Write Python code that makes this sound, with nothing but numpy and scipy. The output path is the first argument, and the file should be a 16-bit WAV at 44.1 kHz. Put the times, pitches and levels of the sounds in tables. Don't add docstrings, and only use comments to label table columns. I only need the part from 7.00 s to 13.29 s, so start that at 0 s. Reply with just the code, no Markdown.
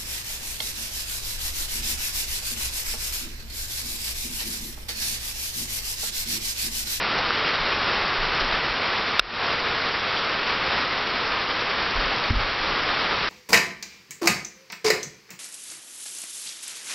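import sys
import numpy as np
from scipy import signal
from scipy.fft import rfft, irfft
from scipy.io import wavfile

SR = 44100
rng = np.random.default_rng(int(sys.argv[2]) if len(sys.argv) > 2 else 0)


def wav_out(sig):
    wavfile.write(sys.argv[1], SR, np.round(np.clip(np.atleast_2d(sig).T, -1, 1) * 32767).astype(np.int16))


N = 277389
TIME = np.arange(N) / SR


def gain_of(db):
    return 10 ** (np.asarray(db) / 20)


def evened(x):
    return x / np.sqrt(np.mean(x ** 2) + 1e-20)


def add(mix, start_s, sound):
    part = mix[round(start_s * SR):][:len(sound)]
    part += sound[:len(part)]


def noise(colour):
    hz, db = np.transpose(colour)
    freqs = np.fft.rfftfreq(N, 1 / SR)
    shape = gain_of(np.interp(np.log(freqs + 1), np.log(hz), db))
    return evened(irfft(rfft(rng.standard_normal(N)) * shape, N))


def drift(hz):
    shape = np.exp(-(np.fft.rfftfreq(N, 1 / SR) / hz) ** 2)
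    return evened(irfft(rfft(rng.standard_normal(N)) * shape, N))


def low_pass(x, hz, size):
    return signal.oaconvolve(x, signal.firwin(size, hz, window=("kaiser", 9), fs=SR), "same")


def smoothed(x, lag_s):
    carry = np.exp(-1 / (lag_s * SR))
    return signal.lfilter([1 - carry], [1, -carry], x)


def ring(hz, fade_s, rise_s):
    t = np.arange(int(fade_s * SR * 2)) / SR
    return np.sin(2 * np.pi * hz * t) * np.exp(-np.log(1000) * t / fade_s) * (1 - np.exp(-t / rise_s))


def air(level_db=-25, flutter_db=0.69, flutter_hz=22, wander_db=0.06, wander_hz=4):
    # frequency in Hz, relative level in dB.
    colour = [(20, -11.5), (100, -8), (180, -7.5), (300, -6.5), (470, -3), (620, -4.5), (950, -2),
              (1240, 0.66), (1600, -2), (2200, -3), (3000, -6), (4200, -8), (5100, -10), (5800, -20)]
    # time of the peak in seconds, rise in dB, length in seconds.
    swells = [(0.475, 2, .16), (0.85, 1.1, 0.3), (1.402, 2, 0.15), (2.501, 2.5, 0.11), (2.843, 1, 0.2),
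              (3.8, 1.5, 0.31), (5.08, 0.6, 0.52), (5.716, 2, 0.23), (5.946, 1.6, 0.18), (6.17, 1.5, 0.35)]
    db = level_db + np.exp(-(TIME / 1.9) ** 2)
    for peak_s, rise_db, length_s in swells:
        add(db, peak_s - length_s / 2, rise_db * signal.windows.hann(int(length_s * SR)))
    return noise(colour) * gain_of(db + wander_db * drift(wander_hz) + flutter_db * drift(flutter_hz))


def grip(rest_db=-54.5, rise_s=0.04):
    # frequency in Hz, relative level in dB.
    colour = [(5, -24), (18, -8), (28, -4), (45, -12), (80, -16), (200, -43), (1000, -93)]
    # start in seconds, level in dB, fade time in seconds.
    shifts = [(.12, -44, 1.5), (.57, -40.5, 2.4), (1.25, -43, 2.2), (4.94, -42, 1), (5.31, -30, 0.98),
              (5.58, -37.5, 1.7)]
    power = gain_of(rest_db) ** 2
    for start_s, db, fade_s in shifts:
        age = np.maximum(TIME - start_s, 0)
        build = np.minimum(age / rise_s, 1)
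        fade = np.exp(-np.log(1000) * age / fade_s)
        power = power + (gain_of(db) * build * fade) ** 2
    return noise(colour) * np.sqrt(power)


def bumps(rise_s=0.0066, case_rise_s=0.0029):
    # start in seconds, level in dB, pitch in Hz, fade time in seconds.
    thumps = [(1.183, -24, 24.6, 0.48), (1.412, -23, 28.2, 0.35), (1.522, -25.5, 29.7, 0.18),
              (1.695, -27, 36, 0.18), (2.2, -16, 38, 0.22), (4.953, -18, 56.5, .09),
              (4.974, -15.5, 35, .17), (5.056, -26, 34.4, .17), (5.304, 0.5, 80.4, 0.046),
              (5.337, -12, 55, .09), (5.359, -6, 45, 0.09), (5.419, -28, 29, .25)]
    # pitch in Hz, relative level in dB, fade time in seconds.
    case_tones = [(97.2, -22.5, 0.48), (228, -22.5, 0.27), (259, -20, 0.12)]
    out = np.zeros(N)
    highest_hz = max(hz for _, _, hz, _ in thumps)
    for start_s, db, hz, fade_s in thumps:
        add(out, start_s, gain_of(db) * ring(hz, fade_s, rise_s))
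        for case_hz, case_db, case_fade_s in case_tones:
            strength = gain_of(db + case_db) * (hz / highest_hz) ** 2
            add(out, start_s, strength * ring(case_hz, case_fade_s, case_rise_s))
    return out


def straw(snaps_per_s=70, rustle_db=-41, snap_fade_s=0.0021, rise_s=0.00062):
    # start in seconds, level in dB, pitch in Hz, fade time in seconds.
    ticks = [(.2905, -9, 4260, 0.0054), (.3065, -1.5, 1370, 0.007), (.8305, -16, 3540, 0.0073),
             (1.322, -11, 1400, 0.0098), (1.396, -9, 1400, 0.012), (1.5285, -10, 3780, .007),
             (3.172, -15, 3370, .014), (4.0265, -18, 3600, 0.0073), (4.5945, -17, 3800, 0.0073),
             (5.2393, -3.5, 4500, 0.0036), (5.727, -18, 1400, .01), (5.891, -21, 3800, .008)]
    rustle = np.zeros(N)
    pitches_hz = np.geomspace(1000, 5000, 12)
    for hz in pitches_hz:
        snaps = rng.random(N) < snaps_per_s / len(pitches_hz) / SR
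        sizes = gain_of(-np.minimum(rng.exponential(1, N), 3))
        rustle += signal.oaconvolve(snaps * sizes, ring(hz, snap_fade_s, rise_s))[:N]
    out = gain_of(rustle_db) * evened(rustle)
    for start_s, db, hz, fade_s in ticks:
        add(out, start_s, gain_of(db) * ring(hz, fade_s, rise_s))
    return out


def scuffs():
    # start in seconds, level in dB, length in seconds, middle frequency in Hz.
    drags = [(0.163, -28, 0.065, 1000), (0.156, -32, 0.064, 3700), (0.442, -32, 0.083, 1900),
             (1.379, -34, 0.06, 3500), (3.15, -33, .08, 3400), (3.782, -40, 0.059, 4900),
             (4.582, -35, 0.048, 4400), (5.642, -40, 0.086, 4900), (5.917, -34, 0.061, 3000)]
    out = np.zeros(N)
    for start_s, db, length_s, hz in drags:
        count = int(length_s * SR)
        grains = rng.standard_normal(count)
        grains *= gain_of(np.minimum(rng.exponential(1, count), 2))
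        band = signal.butter(2, [hz / np.sqrt(2), hz * np.sqrt(2)], "bandpass", fs=SR, output="sos")
        swish = evened(signal.sosfilt(band, grains))
        add(out, start_s, gain_of(db) * swish * signal.windows.hann(count))
    return out


def knock(rise_cycles=0.9):
    # start in seconds, force in dB, contact time in seconds.
    blows = [(2.1946, 6.5, 0.000045), (2.1976, 0.5, 0.000027)]
    # pitch in Hz, relative level in dB, fade time in seconds.
    tones = [(1230, -8, 0.021), (1410, 0, 0.015), (2777, -1, 0.011), (3470, -12, 0.011), (3750, 5, 0.0067),
             (4780, -6, 0.015), (5270, -7.5, 0.018)]
    out = np.zeros(N)
    for start_s, force_db, contact_s in blows:
        for hz, db, fade_s in tones:
            strength = gain_of(force_db + db) / np.hypot(1, 2 * np.pi * hz * contact_s)
            add(out, start_s, strength * ring(hz, fade_s, rise_cycles / hz))
    return out


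def scene():
    return np.tile(air() + straw() + scuffs() + grip() + bumps() + knock(), (2, 1))


def gain_control(x, threshold_db=-17.5, recovery_db_per_s=78, sense_s=0.0014, attack_s=0.003):
    level_db = 10 * np.log10(smoothed(x ** 2, sense_s) + 1e-12)
    over_db = np.maximum(level_db - threshold_db, 0)
    recovery_db = recovery_db_per_s * TIME
    cut_db = np.maximum.accumulate(over_db + recovery_db) - recovery_db
    return x * gain_of(-smoothed(cut_db, attack_s))


def record(dry, input_limit=0.65, output_limit=0.67, band_hz=5850, edge_hz=16500):
    overloaded = np.clip(gain_control(dry.mean(0)), -input_limit, input_limit)
    dulled = low_pass(overloaded, band_hz, size=201)
    capped = np.clip(dulled, -output_limit, output_limit)
    return np.tile(low_pass(capped, edge_hz, size=255), (2, 1))


dry = scene()
out = record(dry)
wav_out(out)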